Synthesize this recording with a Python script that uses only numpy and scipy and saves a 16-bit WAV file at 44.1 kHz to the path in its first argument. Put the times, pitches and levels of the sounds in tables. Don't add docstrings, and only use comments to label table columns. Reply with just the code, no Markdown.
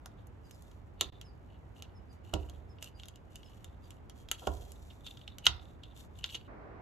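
import sys
import numpy as np
from scipy import signal
from scipy.fft import rfft, irfft, next_fast_len
from scipy.io import wavfile
from scipy.ndimage import uniform_filter1d

SR = 44100
rng = np.random.default_rng(int(sys.argv[2]) if len(sys.argv) > 2 else 0)


def generate_wav(sig):
    pcm = np.round(np.clip(np.atleast_2d(sig).T, -1, 1) * 32767).astype(np.int16)
    wavfile.write(sys.argv[1], SR, pcm)


N = 300321
TIME = np.arange(N) / SR

# (time [s], relative level [dB], brightness [dB], favoured ring [Hz], slide time [s])
SLIP_EVENTS = [(.059, -54, 5, 3480, 0.000046), (.27, -82, 18, 2900, 0.00017), (.51, -59, 5, 4060, .00017),
               (.622, -74.5, 13, 3593, 0.00025), (.713, -65, -0.5, 4060, .0012),
               (1.01, -23.5, -2.5, 3567, 0.000099), (1.213, -48, -2.5, 3046, 0.00015),
               (1.823, -46, -2, 3047, 0.000046), (2.3378, -32, -5.5, 2970, 0.00045),
               (2.497, -54.5, 1.5, 3400, 0.00041), (2.785, -57, -23, 2835, .00026),
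               (2.825, -44, 1.5, 2800, 0.00078), (2.843, -52, 3.5, 2920, 0.0003),
               (2.996, -48, -10, 3018, 0.0018), (3.034, -47, -11, 3550, 0.00023),
               (3.056, -58, 1.5, 3410, 0.00022), (3.084, -52, 2.5, 3150, 0.00025),
               (3.158, -58.5, -0.5, 3000, 0.00014), (3.357, -50, 2, 2865, 0.00023),
               (3.431, -54, -24, 3113, 0.00023), (3.644, -51, 1, 3450, .00025),
               (3.906, -54.5, 2, 3118, 0.000085), (4.097, -53.5, 0.5, 3228, .00011),
               (4.287, -48.5, -7, 3350, 0.00015), (4.314, -30, 2.5, 3190, 0.00033),
               (4.471, -38, -4, 3325, 0.00075), (4.719, -62.5, 10.5, 3833, 0.00014),
               (4.899, -51.5, -17, 3570, 0.011), (5.064, -42.5, -9, 3490, 0.0019),
               (5.171, -50, -10, 3605, 0.0009), (5.213, -53.5, -17.5, 3530, 0.001),
               (5.277, -41.5, -15, 3714, 0.00079), (5.384, -49, 1.5, 3003, .00018),
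               (5.456, -40, 2, 3116, .00014), (5.4655, -11, -10.5, 3614, 0.0011),
               (5.833, -47, -12, 3450, 0.0018), (6.186, -54, -3.5, 2983, 0.0024),
               (6.241, -28.5, -15.5, 3265, 0.00019), (6.26, -50, -1, 3567, .00025),
               (6.291, -50, -14, 3130, .0003), (6.304, -49, -9, 3120, 0.00013),
               (6.343, -31.5, -12, 3097, 0.0079)]
# (frequency [Hz], relative level [dB], t60 [s])
STEEL_MODES = [(379.4, -16, 0.016), (737, -10.5, 0.027), (972, -14.5, 0.025), (1360, -13.5, 0.037),
               (1915, -26, 0.029), (2146, -21.5, 0.04), (2420, -20.5, 0.02), (2770, -7, 0.036),
               (2894, -4, 0.034), (2970, -4, .034), (3268, -2, .032), (3556, -1.5, 0.011),
               (3674, -6, 0.023), (3807, -7, 0.024), (4370, -8, 0.016), (4550, -15.5, 0.024),
               (5160, -13.5, .019), (5900, -11, 0.022), (6360, -9, 0.036), (6770, -6.5, 0.031),
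               (7290, -7.5, 0.033), (10370, -22.5, 0.042), (13200, -21.5, 0.013), (14470, -20.5, 0.025)]
# (frequency [Hz], relative level [dB])
MESH_COLOUR = [(2000, -7), (4000, 1.5), (5000, -6), (6200, -1.5), (7700, 0), (9000, -10), (11000, -1.5),
               (13500, -11), (15500, -19.5)]
# (time [s], left lead [s])
LEFT_LEAD = [(5.9, .00016), (6.2, -.00029)]


def undb(db):
    return 10 ** (np.asarray(db) / 20)


def unit(x):
    return x / np.sqrt(np.mean(x ** 2))


def fade(t, t60):
    return np.exp(-np.log(1000) * t / t60)


def add(out, s, x):
    i = max(int(s * SR), 0)
    out[:, i:i + x.shape[1]] += x[:, :N - i]


def filtered(x, gain):
    size = next_fast_len(x.shape[-1] + 1024)
    hz = np.maximum(np.fft.rfftfreq(size, 1 / SR), 1)
    return irfft(rfft(x, size) * gain(hz), size)[..., :x.shape[-1]]


def colour(x, points):
    hz, db = np.transpose(points)
    return filtered(x, lambda f: undb(np.interp(np.log(f), np.log(hz), db)))


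def pan(db):
    return undb(np.array([[db], [-db]]) / 2)


def staggered(x, lead_s):
    lead = int(lead_s * SR)
    left = np.roll(x[0], max(-lead, 0))
    right = np.roll(x[1], max(lead, 0))
    return np.array([left, right])


def walk(rate):
    knots = rng.standard_normal(2048)
    return np.interp(TIME * rate, np.arange(len(knots)), knots)


def lifted(modes, centre_hz, lift_db, octaves):
    lifted_modes = []
    for hz, db, t60 in modes:
        distance = np.log2(hz / centre_hz) / octaves
        lifted_modes.append((hz, db + lift_db * np.exp(-distance ** 2), t60))
    return lifted_modes


def ring(modes, t, scatter_db, spread, detune):
    hz, db, t60 = np.transpose(modes)[:, :, None]
    size, pitch, phase, left, right = rng.standard_normal((5, len(hz), 1))
    angle = 2 * np.pi * hz * (1 + detune * pitch) * t + phase
    decay = undb(db + scatter_db * size) * fade(t, t60)
    return np.array([np.sum(decay * np.sin(angle + spread * port), axis=0) for port in (left, right)])


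def air(spectrum, db, side, pan_db):
    middle, apart = rng.standard_normal((2, N))
    apart = colour(apart, [(50, -6.0), (200, 1), (1000, 5.5)])
    both = middle + side * apart * np.array([[1], [-1]])
    return unit(colour(both, spectrum)) * pan(pan_db) * undb(db + .5 * walk(4.6))


def catches(per_s, scatter_db):
    sizes = undb(scatter_db * np.minimum(rng.exponential(size=N), 4))
    struck = rng.random(N) < per_s / SR
    return unit(struck * sizes * rng.choice([-1, 1], N))


def friction():
    # (start time [s], length [s], relative steel rasp level [dB], relative mesh hiss level [dB])
    strokes = [(0.167, 0.072, -71, -81), (0.431, 0.45, -82, -73), (1.473, 0.13, -73.5, -88),
               (1.747, 0.072, -61, -69.5), (2.107, 0.068, -75, -71), (2.228, 0.46, -70, -72.5),
               (2.804, 0.11, -60, -61.5), (2.956, 0.25, -69, -76.5), (3.293, 0.49, -70, -73.5),
               (3.815, 0.2, -71.5, -73.5), (4.138, 0.14, -68, -70), (4.367, 0.41, -65, -60.5),
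               (4.682, .42, -75, -68.5), (5.03, 0.13, -55, -61), (5.127, .18, -69, -72.5),
               (5.589, 0.2, -70, -76), (5.84, 0.17, -68, -81), (5.94, .14, -66.5, -62),
               (6.148, 0.094, -61.5, -66.5), (6.284, .11, -52, -60.5)]
    attack_s, hold = 0.025, 0.51
    creep_db, creep_db_per_s = -20.5, 950
    shiver_db, shiver_max_db, shiver_db_per_s = -20, -47.5, 146.5
    shake_hiss_db = -14.5

    rasp, hiss = np.full(N, undb(-87.5) ** 2), np.full(N, undb(-84.5) ** 2)
    for s, length_s, rasp_db, hiss_db in strokes:
        rise = (TIME - s) / attack_s
        fall = (s + length_s - TIME) / (length_s * (1 - hold))
        effort = np.clip(np.minimum(rise, fall), 0, 1) ** 2
        rasp += effort * undb(rasp_db) ** 2
        hiss += effort * undb(hiss_db) ** 2
    for s, db, *_ in SLIP_EVENTS:
        near = slice(max(int((s - .1) * SR), 0), int((s + .5) * SR))
        t = TIME[near] - s
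        creep = db + creep_db + creep_db_per_s * t
        shiver = min(db + shiver_db, shiver_max_db) - shiver_db_per_s * t
        shake = undb(np.where(t < 0, creep, shiver))
        rasp[near] += shake ** 2
        hiss[near] += (shake * undb(shake_hiss_db)) ** 2
    return np.sqrt(rasp), np.sqrt(hiss)


def drag():
    rasp_gain, hiss_gain = friction()
    grains = catches(1100, scatter_db=5.0) + .5 * rng.standard_normal((2, N))
    snags = catches(50, scatter_db=2.5)

    slip_s, _, _, ring_hz, _ = np.transpose(SLIP_EVENTS)
    last_slip = np.maximum(np.searchsorted(slip_s, TIME) - 1, 0)
    modes = [m for m in STEEL_MODES if 2500 < m[0] < 4500]
    modes = lifted(modes, ring_hz[last_slip], lift_db=9.5, octaves=0.1)
    push = grains + snags
    rasp = 0
    for hz, db, _ in modes:
        rasp = rasp + undb(db) * filtered(push, lambda f: 1 / (1 + 1j * (f - hz) / 130) ** 2)
    rasp = unit(rasp) * rasp_gain * undb(-2.5 + 3.7 * walk(60))

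    rustle = grains + undb(-6) * snags + .8 * rng.standard_normal(N)
    hiss = unit(colour(rustle, MESH_COLOUR)) * hiss_gain * undb(1.5 * walk(52))
    return rasp + staggered(hiss, LEFT_LEAD[0][1])


def blow(db, ring_hz, slide_s):
    # (wood to steel [Hz], steel to bright [Hz], bright to top [Hz])
    band_edges = (2000, 5000, 9000)
    low, middle, high = band_edges
    edges = [(300, low), (low, middle), (middle, high), (high, 15000)]
    t = np.arange(SR // 8) / SR
    swell = 1 - np.exp(-(t / slide_s) ** 2)

    lift_db = np.interp(db, [-45, -25], [8, 1.5])
    modes = lifted(STEEL_MODES, ring_hz, lift_db, octaves=0.1)
    tone = unit(ring(modes, t, scatter_db=1.2, spread=.6, detune=.002) * swell)

    crack = rng.standard_normal(len(t)) + .4 * rng.standard_normal((2, len(t)))
    decay = fade(t, .004 + 5 * slide_s) + .1 * fade(t, .03)
    crack = unit(colour(crack * swell * decay, MESH_COLOUR))

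    parts = []
    for edge in edges:
        band = signal.butter(3, edge, "band", fs=SR, output="sos")
        parts.append(signal.sosfilt(band, tone + undb(-3.0) * crack))
    dull = signal.butter(2, np.clip(1.8 / slide_s, 600, 4000), fs=SR, output="sos")
    parts[0] = signal.sosfilt(dull, parts[0])
    return [undb(db - 15.5) * unit(part) for part in parts]


def slips():
    out = np.zeros((2, N))
    for s, db, bright_db, ring_hz, slide_s in SLIP_EVENTS:
        wood, steel, bright, top = blow(db, ring_hz, slide_s)
        top_gain = undb(-5 + 0.48 * bright_db)
        treble = undb(bright_db) * (bright + top_gain * top)
        tip = staggered(treble, np.interp(s, *np.transpose(LEFT_LEAD)))
        wood_gain = undb(-8.5 + 0.6 * bright_db)
        body = pan(-2.0) * wood_gain * wood + pan(-1.5) * steel
        add(out, s, body + tip)
    return out


def knocks():
    # (time [s], relative level [dB], push time [s])
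    knock_events = [(0.06, -44.5, 0.00019), (2.3339, -35.5, 0.0016), (2.356, -38.5, 0.0045),
                    (4.416, -41, 0.019), (4.471, -25.5, 0.0023)]
    ring_hz, limit_hz = 676, 1410
    out = np.zeros((2, N))
    for s, db, push_s in knock_events:
        wood, *_ = blow(db, ring_hz, push_s)
        add(out, s, pan(-1.0) * wood)
    return signal.sosfilt(signal.butter(2, limit_hz, fs=SR, output="sos"), out)


def bird(length_s=0.048, fall=0.054, octave_db=-20):
    # (time [s], starting pitch [Hz], level [dB])
    chirp_events = [(0.439, 4970, -70), (.51, 5270, -69), (1.24, 5300, -64.5), (1.27, 4920, -69),
                    (1.945, 5360, -69), (2.09, 4920, -68.5), (2.687, 5330, -68.5), (2.941, 4920, -67),
                    (3.44, 5330, -66), (3.825, 4870, -70)]
    out, u = np.zeros((2, N)), np.linspace(0, 1, int(length_s * SR))
    for s, hz, db in chirp_events:
        glide = 1 - fall * u ** rng.uniform(.7, 1.1) + .009 * walk(500)[:len(u)]
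        phase = 2 * np.pi * np.cumsum(hz * glide) / SR
        whistle = np.sin(phase) + undb(octave_db) * np.sin(2 * phase)
        add(out, s, pan(0.46) * undb(db) * np.sin(np.pi * u) * whistle)
    return out


def jolts():
    # (time [s], relative level [dB], favoured frequency [Hz], its lift [dB])
    jolt_events = [(1.011, -48, 450, 5.5), (2.335, -33.5, 284, 3.5), (4.471, -35.5, 704, 3),
                   (5.472, -46, 112, 13)]
    # (frequency [Hz], relative level [dB], t60 [s])
    frame_modes = [(38, -11, 0.33), (52.7, -5, 0.68), (71.8, 0, .6), (87.8, -6, .35), (111.4, -9, 0.29),
                   (152, -13, 0.4), (192, -5, 0.15), (297.5, -10, 0.29), (324, -7, .16), (366, -12, 0.23),
                   (399, -11, 0.24), (432, -1, 0.047), (518, -12, 0.2), (600, -2.5, 0.048), (689, -10, .2),
                   (664, -5, 0.031), (840, -9, 0.043), (986, -10, 0.15)]
    split_hz = 230
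    out, t = np.zeros((2, N)), np.arange(SR // 2) / SR
    for s, db, hz, lift_db in jolt_events:
        modes = lifted(frame_modes, hz, lift_db, octaves=0.77)
        deep = [m for m in modes if m[0] < split_hz]
        upper = [m for m in modes if m[0] >= split_hz]
        boom = ring(deep, t, scatter_db=.8, spread=.3, detune=.01) * (1 - fade(t, 0.045))
        knock = ring(upper, t, scatter_db=1, spread=.55, detune=.01) * (1 - fade(t, 0.005))
        add(out, s, undb(db) * pan(-8.0) * (undb(2.0) * boom + undb(1.5) * knock))
    return out


def porch(x):
    # (frequency [Hz], level [dB], late t60 [s])
    echo_bands = [(150, -12, 1), (494, -8, 1), (1100, -3.5, 0.42), (2010, -4.5, .3), (2850, -15, 0.23),
                  (3500, -11, 0.21), (4600, -7.5, .3), (6860, -11, 0.1), (13000, -20.5, 0.18)]
    t = np.arange(int(.6 * SR)) / SR
    hz, db, t60 = np.transpose(echo_bands)
    noise, echo = rng.standard_normal((2, len(t))), 0
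    for k, weights in enumerate(np.eye(len(hz))):
        band = filtered(noise, lambda f: np.interp(np.log(f), np.log(hz), weights))
        shape = (fade(t, t60[k]) + 2.5 * fade(t, 0.093)) * (1 - fade(t, 0.016))
        echo = echo + undb(db[k]) * band * shape / np.linalg.norm(shape)
    return signal.fftconvolve(x, echo, axes=1)[:, :N]


def scene():
    # (frequency [Hz], relative level [dB])
    rumble_spectrum = [(18, -39.5), (30, -13), (48, 0.5), (87, 1.5), (145, -9.5), (230, -13.5),
                       (300, -14.5), (480, -20), (800, -22.5), (1380, -30.5), (2400, -38.5), (4000, -49.5),
                       (8000, -63), (15000, -66.5)]
    # (frequency [Hz], relative level [dB])
    open_spectrum = [(88, -21), (200, -1), (420, 1.5), (600, -1.5), (900, -3.5), (2150, -16), (3050, -33),
                     (8000, -52), (15000, -86)]
    open_s, opening_s = 6.475, 0.0046

    opened = np.clip((TIME - open_s) / opening_s, 0, 1)
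    background = air(rumble_spectrum, db=-52, side=0.57, pan_db=-2.0)
    background += opened * air(open_spectrum, db=-51.5, side=0.44, pan_db=-2.0)
    scrape = drag() * (1 - opened)
    work = slips() + knocks() + jolts()
    chirps = bird()
    echoes = porch(work + 2 * chirps)
    return work + chirps + echoes + scrape + staggered(background, -.00029)


def record(dry, threshold_db=-21, recover_s=0.064):
    # (start time [s], end time [s])
    dip_span = (1.102, 1.122)
    keep = np.exp(-1 / (recover_s * SR))
    power = signal.lfilter([1 - keep], [1, -keep], np.mean(dry ** 2, axis=0))
    ducked = dry / np.sqrt(1 + power / undb(threshold_db) ** 2)

    ceiling = .95
    rounded = ceiling * ducked / (ceiling ** 6 + ducked ** 6) ** (1 / 6)

    inside = (TIME > dip_span[0]) & (TIME < dip_span[1])
    dip = uniform_filter1d(1. * inside, size=128)
    top_cut = signal.ellip(8, .2, 70, 15800, fs=SR, output="sos")
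    return signal.sosfilt(top_cut, rounded * undb(-24 * dip))


dry = scene()
out = record(dry)
generate_wav(out)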